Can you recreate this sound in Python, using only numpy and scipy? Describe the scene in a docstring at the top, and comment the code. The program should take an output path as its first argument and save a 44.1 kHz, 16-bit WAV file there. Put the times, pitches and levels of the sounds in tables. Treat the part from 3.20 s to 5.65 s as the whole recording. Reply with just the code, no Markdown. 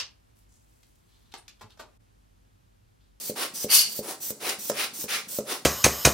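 """A rubber bulb blower is pumped seven times at an open computer case in a small quiet room.
In each cycle air hisses in through the inlet valve, the elastic bulb pops back into shape,
and a squeeze drives a turbulent jet from the nozzle. The second puff strikes a sharp edge in the
case and becomes a loud, half-whistling hiss. Fingers knock softly on the rubber, the metal
panels reflect the hiss, and the room answers with low modes and a short reverberation."""
import sys
import numpy as np
from scipy import signal
from scipy.fft import rfft, irfft
from scipy.io import wavfile

SR = 44100
rng = np.random.default_rng(int(sys.argv[2]) if len(sys.argv) > 2 else 0)


def store_pcm(level_fs):
    """Save levels as 16-bit WAV."""
    pcm = np.round(np.clip(level_fs, -1, 1) * 32767).astype(np.int16)
    wavfile.write(sys.argv[1], SR, np.atleast_2d(pcm).T)


N = 108045
T = np.arange(N) / SR
HZ = np.maximum(np.arange(N // 2 + 1) * SR / N, 1)

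# Squeezes of the bulb; rush, fine hiss and hollow are offsets from the level:
# start_s, peak_s, end_s, level_db, rush_db, fine_db, hollow_db, rise_exponent, jet_pitch_ratio
SQUEEZES = [(0.151, 0.229, 0.32, -30.5, 0.5, 1, -25, 0.97, 0.92),
            (0.48, 0.543, 0.75, -32, -8, 2.5, -2, 0.86, 0.85),
            (0.808, 0.906, 1.004, -38, 4, 4, -24, 1.2, 1.48),
            (1.201, 1.29, 1.397, -31, 1.5, 2, -4.5, 0.99, 1.04),
            (1.515, 1.618, 1.715, -27, -6.5, -1.5, -6.5, 1.93, 0.95),
            (1.878, 1.945, 2.057, -27, -8.5, -3, -4, 0.72, 1.04),
            (2.244, 2.317, 2.433, -32.5, 2.5, 1, -18, 1.82, 1.02)]
# Spectra of a puff's low rush, main jet and fine hiss: frequency_hz, relative_db
RUSH_SPECTRUM = [(90, -51.5), (200, -10.5), (400, -1), (750, -5), (1300, -8.5), (2200, -22), (5000, -55)]
JET_SPECTRUM = [(500, -32), (1200, -3), (2300, -4), (3600, -2), (4300, -4), (5600, -3.5), (7200, -11),
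                (10000, -19.5), (16000, -19)]
FINE_SPECTRUM = [(2000, -28), (5000, -9.5), (7200, -5.5), (8500, -0.5), (10200, 1.5), (12800, -5),
                 (15500, -4.5)]
# Envelope of the jet on the edge: time_s, level_db
EDGE_ENVELOPE = [(.486, -101), (.502, -30), (0.52, -18.5), (.554, -13.5), (.59, -18.5), (.625, -25),
                 (.66, -45.5), (.70, -60)]
# Spectrum of the hiss at the edge: frequency_hz, relative_db
EDGE_SPECTRUM = [(1500, -32), (2800, -6.5), (3700, -1.5), (4600, -11), (5300, 0.5), (6200, 0.5), (7200, -2),
                 (8300, 0.5), (9200, -0.5), (11500, 1.5), (14000, 0), (15800, -9)]
# Resonances at the edge: pitch_hz, half_width_hz, relative_db
EDGE_RESONANCES = [(2966, 220, -16.5), (4368, 45, -12.5), (4635, 150, -11), (4740, 60, -18),
                   (4960, 75, -14), (5744, 51, -18.5), (6360, 61, -18.5), (8955, 52, -15), (9378, 40, -19),
                   (9970, 130, -13.5), (11300, 54, -15.5)]
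# Spits as the jet crosses a part: centre_s, half_length_s, level_db
SPIT_BURSTS = [(1.21, 0.01, -43.5), (1.296, .005, -23.5)]
# Spectrum of a spit: frequency_hz, relative_db
SPIT_SPECTRUM = [(200, -35.5), (900, -8), (2200, -2), (5500, 0), (10500, -5), (14000, -18)]
# Intakes through the valve: open_s, full_s, level_db, sizzle_relative_db
INTAKES = [(-.015, .1, -33.5, -4), (0.335, .445, -32.5, -5), (0.682, .795, -36, -2), (0.999, 1.108, -35, 0),
           (1.383, 1.498, -34.5, -2.5), (1.73, 1.843, -34.5, -3.5), (2.078, 2.186, -35.5, -1.5)]
# Spectrum of the inflow: frequency_hz, relative_db
INLET_SPECTRUM = [(250, -10), (900, -10.5), (2000, -9.5), (3700, -3), (5000, 0), (6000, 2.5), (6700, 2),
                  (7900, 4.5), (10500, 2.5), (12900, -3), (15500, -5)]
# Breathy whistles of the valve: intake_index, pitch_hz, relative_db
INLET_WHISTLES = [(0, 4500, -13), (1, 5020, -12), (1, 5980, -9.5), (2, 4560, -9), (3, 6050, -11),
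                  (3, 7750, -11), (3, 11700, -13), (4, 5900, -11), (5, 6100, -12), (6, 7950, -9)]
# Pops of the bulb: start_s, level_db, pitch_hz, push_relative_db, tick_relative_db
BULB_POPS = [(0.096, -23, 520, -4.5, -28), (0.4438, -22, 520, -2.5, -28), (0.7904, -25, 560, -1.5, -31),
             (1.1047, -32, 536, 1.5, -6.5), (1.4979, -16.5, 586, -15.5, -4.5), (1.84, -32, 520, 0.5, -5.5),
             (2.1863, -19, 575, -4.5, -12)]
# Spectrum of a pop's tick: frequency_hz, relative_db
TICK_SPECTRUM = [(200, -21), (1000, -4.5), (2200, -12.5), (4000, -15), (6200, -3.5), (8500, -13.5),
                 (15000, -19.5)]
# Knocks of fingers on the rubber: start_s, level_db, pitch_hz
FINGER_KNOCKS = [(0.335, -44, 227), (0.683, -47, 215), (1.002, -49, 171), (1.383, -43.5, 207),
                 (1.729, -48, 260), (1.789, -41.5, 300), (2.07, -44.5, 220), (2.125, -49, 560)]
# Reflections inside the case: left_delay_s, right_delay_s, gain_db
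PANEL_REFLECTIONS = [(.00145, 0.0012, -19.5), (.0031, 0.0028, -12), (.0054, 0.0067, -10.5)]
# Reflections of a pop from nearby surfaces: delay_s, gain_db
WALL_REFLECTIONS = [(.0045, -18.5), (0.0182, -8.5)]
# Low modes of the room: pitch_hz, relative_db, t60_s
STANDING_WAVES = [(83.5, -41.5, 0.66), (133.5, -22.5, 0.36), (212.7, -13.5, 0.19), (340, -14.5, 0.092),
                  (425.3, -7.5, 0.2), (520, -27, 0.073), (589, -8.5, 0.11)]
# Likeness of left and right noise: frequency_hz, correlation
STEREO_CORRELATION = [(100, 0.98), (700, 0.98), (1200, 0.77), (2000, 0.67), (3000, 0.25), (3700, 0.63),
                      (5800, 0.63), (7500, -0.35), (9500, 0.44), (12500, 0.072), (14500, 0.47)]
# Spectrum of the room's background: frequency_hz, relative_db
BACKGROUND_SPECTRUM = [(25, -31), (60, -14), (130, 4.5), (220, 8.5), (500, 4), (1000, -5.5),
                       (3000, -19), (8000, -6), (16000, -14)]


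def nozzle_puffs():
    """Turbulent jet noise follows the flow of each squeeze and excites a recess of the case."""
    rush = jet = fine = hollow = 0
    fall_exponent = 2.89
    for start, peak, end, db, rush_db, fine_db, hollow_db, rise_exponent, pitch_ratio in SQUEEZES:
        squeeze = np.interp(T, [start, peak, end], [0, 1, 0])
        rounded = squeeze ** 0.58 * np.sin(np.pi / 2 * squeeze) ** 0.42
        flow = rounded ** np.where(T < peak, rise_exponent, fall_exponent)
        rush += from_db(db + rush_db - 5) * flow ** 0.74
        jet += from_db(db) * flow * hiss([(hz * pitch_ratio, level) for hz, level in JET_SPECTRUM])
        hollow += from_db(db + hollow_db) * flow
        fine += from_db(db + fine_db - 1.5) * flow ** 0.83
    air = jet + rush * hiss(RUSH_SPECTRUM)
    air += hollow * resonant_noise(hz=2430, half_width_hz=610)
    air += fine * hiss(FINE_SPECTRUM)
    return air * turbulence(depth_db=1.23)


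def edge_tones():
    """A jet splitting on an edge sheds bright hiss and rough whistles; the lower ones last longer."""
    times, levels = np.transpose(EDGE_ENVELOPE)
    flow = from_db(np.interp(T, times, levels, left=-120, right=-120) - levels.max())
    air = flow * hiss(EDGE_SPECTRUM) * pan(db=1)
    for hz, half_width_hz, db in EDGE_RESONANCES:
        envelope = flow ** (0.45 if hz < 7000 else 1)
        position = pan(db=1.94 * (hz - 4000) / 1000)
        air += from_db(db) * envelope * resonant_noise(hz, half_width_hz) * position
    return from_db(levels.max()) * air * turbulence(depth_db=1.0)


def spits():
    """Flow noise flares briefly as the jet crosses an obstacle."""
    envelope = sum(from_db(db) * pulse(centre, half_length) for centre, half_length, db in SPIT_BURSTS)
    return envelope * hiss(SPIT_SPECTRUM)


def inlet_valve():
    """Flow through a narrow valve hisses, sizzles and whistles, swelling until the bulb is full."""
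    open_s, shut_s = 0.012, 0.0093
    swell_db_per_s, sizzle_extra_db_per_s = 28.5, 51
    inflow = hiss(INLET_SPECTRUM)
    sizzle = resonant_noise(hz=14220, half_width_hz=950) * pan(db=-1.5)
    air = 0
    for intake, (start, full, db, sizzle_db) in enumerate(INTAKES):
        opening = (1 - np.exp(-since(start) / open_s)) * np.exp(-since(full) / shut_s)
        swell = from_db(db + swell_db_per_s * np.minimum(T - full, 0))
        past_midpoint_s = np.minimum(T, full) - (start + full) / 2
        sizzle_gain = from_db(sizzle_db + sizzle_extra_db_per_s * past_midpoint_s)
        whistles = sum(from_db(level) * resonant_noise(hz, half_width_hz=200)
                       for index, hz, level in INLET_WHISTLES if index == intake)
        air += opening * swell * (inflow + sizzle_gain * sizzle + whistles)
    return air * turbulence(depth_db=1.36) * pan(db=-0.5)


def bulb_pops():
    """Elastic recoil gives a thump, a push of air and a tick, which echo and excite the room's modes."""
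    direct = ring = 0
    tick_noise, tick_decay_s = hiss(TICK_SPECTRUM), 0.0047
    for start, db, hz, push_db, tick_db in BULB_POPS:
        thump = 2.24 * rubber_thud(start, hz, decay_s=0.003)
        push = -1.57 * from_db(push_db) * pulse(start + 0.0017, half_length_s=0.00055)
        tick = from_db(tick_db) * tick_noise * (T > start) * np.exp(-since(start) / tick_decay_s)
        direct += from_db(db) * (thump + push + tick)
        ring += from_db(db) * room_modes(start, push_db)
    echoes = sum(from_db(db) * delayed(direct, delay, delay) for delay, db in WALL_REFLECTIONS)
    return direct + echoes + ring


def finger_knocks():
    """Soft impacts of fingers letting go excite the rubber wall and the room's modes."""
    return sum(from_db(db) * (2 * rubber_thud(start, hz, decay_s=0.0078)
                              + from_db(-8) * room_modes(start))
               for start, db, hz in FINGER_KNOCKS)


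def rubber_thud(start, hz, decay_s):
    """A damped oscillation whose pitch glides up as the rubber wall stiffens."""
    rise_s, glide_s = 0.0015, 0.00077
    t = since(start)
    cycles = hz * (t - glide_s * (1 - np.exp(-t / glide_s)))
    return np.sin(2 * np.pi * cycles) * (1 - np.exp(-t / rise_s)) * np.exp(-t / decay_s)


def case_reflections(air):
    """Reflections from the metal panels interfere with the direct hiss and colour it hollow."""
    bright = butterworth(air, "high", hz=1000)
    echoes = sum(from_db(db) * delayed(bright, left, right) for left, right, db in PANEL_REFLECTIONS)
    return from_db(-0.99) * (air + echoes)


def room_modes(start, push_db=0):
    """Standing waves build and decay after a thump; a stronger push feeds the lower ones more."""
    t, build_s = since(start), 0.0026
    ring = 0
    for hz, db, t60_s in STANDING_WAVES:
        drive_db = 0.42 * push_db if hz < 480 else 0
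        ring -= np.sin(2 * np.pi * hz * t) * from_db(db + drive_db - 60 * t / t60_s)
    return (1 - np.exp(-t / build_s)) * ring


def reverberation(x):
    """The room's diffuse field decays exponentially, the treble fastest."""
    split_hz, low_t60_s, treble_t60_s, gap_s = 9000, 0.32, 0.057, 0.00572
    low = butterworth(stereo_noise(1), "low", split_hz) * from_db(-60 * T / low_t60_s)
    treble = butterworth(stereo_noise(1), "high", split_hz) * from_db(-60 * T / treble_t60_s)
    response = unit_rms((low + treble) * (T > gap_s)) / np.sqrt(N)
    diffuse = signal.fftconvolve(x, response, axes=1)[:, :N]
    return butterworth(diffuse, "high", hz=395)


def background():
    """Stationary noise, strongest in the bass, is the quiet room's floor."""
    return from_db(-53.5) * hiss(BACKGROUND_SPECTRUM)


def turbulence(depth_db):
    """Turbulent flow modulates the amplitude in quick random swings."""
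    corner_hz = 43.5
    swings = irfft(rfft(rng.standard_normal(N)) / (1 + (HZ / corner_hz) ** 2), N)
    return from_db(depth_db * unit_rms(swings))


def hiss(spectrum):
    """Broadband noise shaped by a spectral envelope."""
    return stereo_noise(from_db(on_log_frequency(spectrum)))


def resonant_noise(hz, half_width_hz):
    """A resonance selects one band of the flow noise."""
    return stereo_noise(1 / (1 + ((HZ - hz) / half_width_hz) ** 2))


def stereo_noise(gain):
    """Shared and opposed noise add to a partly correlated pair of unit rms."""
    mid, side = rfft(rng.standard_normal((2, N)))
    correlation = on_log_frequency(STEREO_CORRELATION)
    pair = np.sqrt(1 + correlation) * mid + np.sqrt(1 - correlation) * side * [[1], [-1]]
    return unit_rms(irfft(gain * pair, N))


def delayed(x, left_s, right_s):
    """A longer path delays the arrival in each channel."""
    return np.array([np.interp(T - delay, T, side, left=0) for side, delay in zip(x, (left_s, right_s))])


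def pan(db):
    """A level difference, left over right, sets the direction."""
    return from_db(np.array([[.5], [-.5]]) * db)


def butterworth(x, kind, hz):
    """A second-order filter slopes 12 dB per octave beyond its corner."""
    return signal.sosfilt(signal.butter(2, hz, kind, fs=SR, output="sos"), x)


def on_log_frequency(points):
    """Interpolation along a log-frequency axis."""
    hz, value = np.transpose(points)
    return np.interp(np.log(HZ), np.log(hz), value)


def pulse(centre_s, half_length_s):
    """A Gaussian pulse of unit height."""
    return np.exp(-((T - centre_s) / half_length_s) ** 2)


def since(start):
    """Elapsed time, zero before the start."""
    return np.maximum(T - start, 0)


def from_db(db):
    """Decibels as an amplitude ratio."""
    return 10 ** (np.asarray(db) / 20)


def unit_rms(x):
    """Normalisation to unit mean power."""
    return x / np.sqrt(np.mean(x ** 2) + 1e-20)


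def scene():
    """The blower, its reverberation and the background add by superposition."""
    air = nozzle_puffs() + spits() + edge_tones() + inlet_valve()
    blower = case_reflections(air) + bulb_pops() + finger_knocks()
    return blower + from_db(-9.5) * reverberation(blower) + background()


def record(dry):
    """Band limiting rolls off the deep bass and cuts the top steeply."""
    cutoff_hz = 15800
    steep_low_pass = signal.ellip(12, .1, 80, cutoff_hz, fs=SR, output="sos")
    return signal.sosfilt(steep_low_pass, butterworth(dry, "high", hz=77))


dry = scene()
out = record(dry)
store_pcm(out)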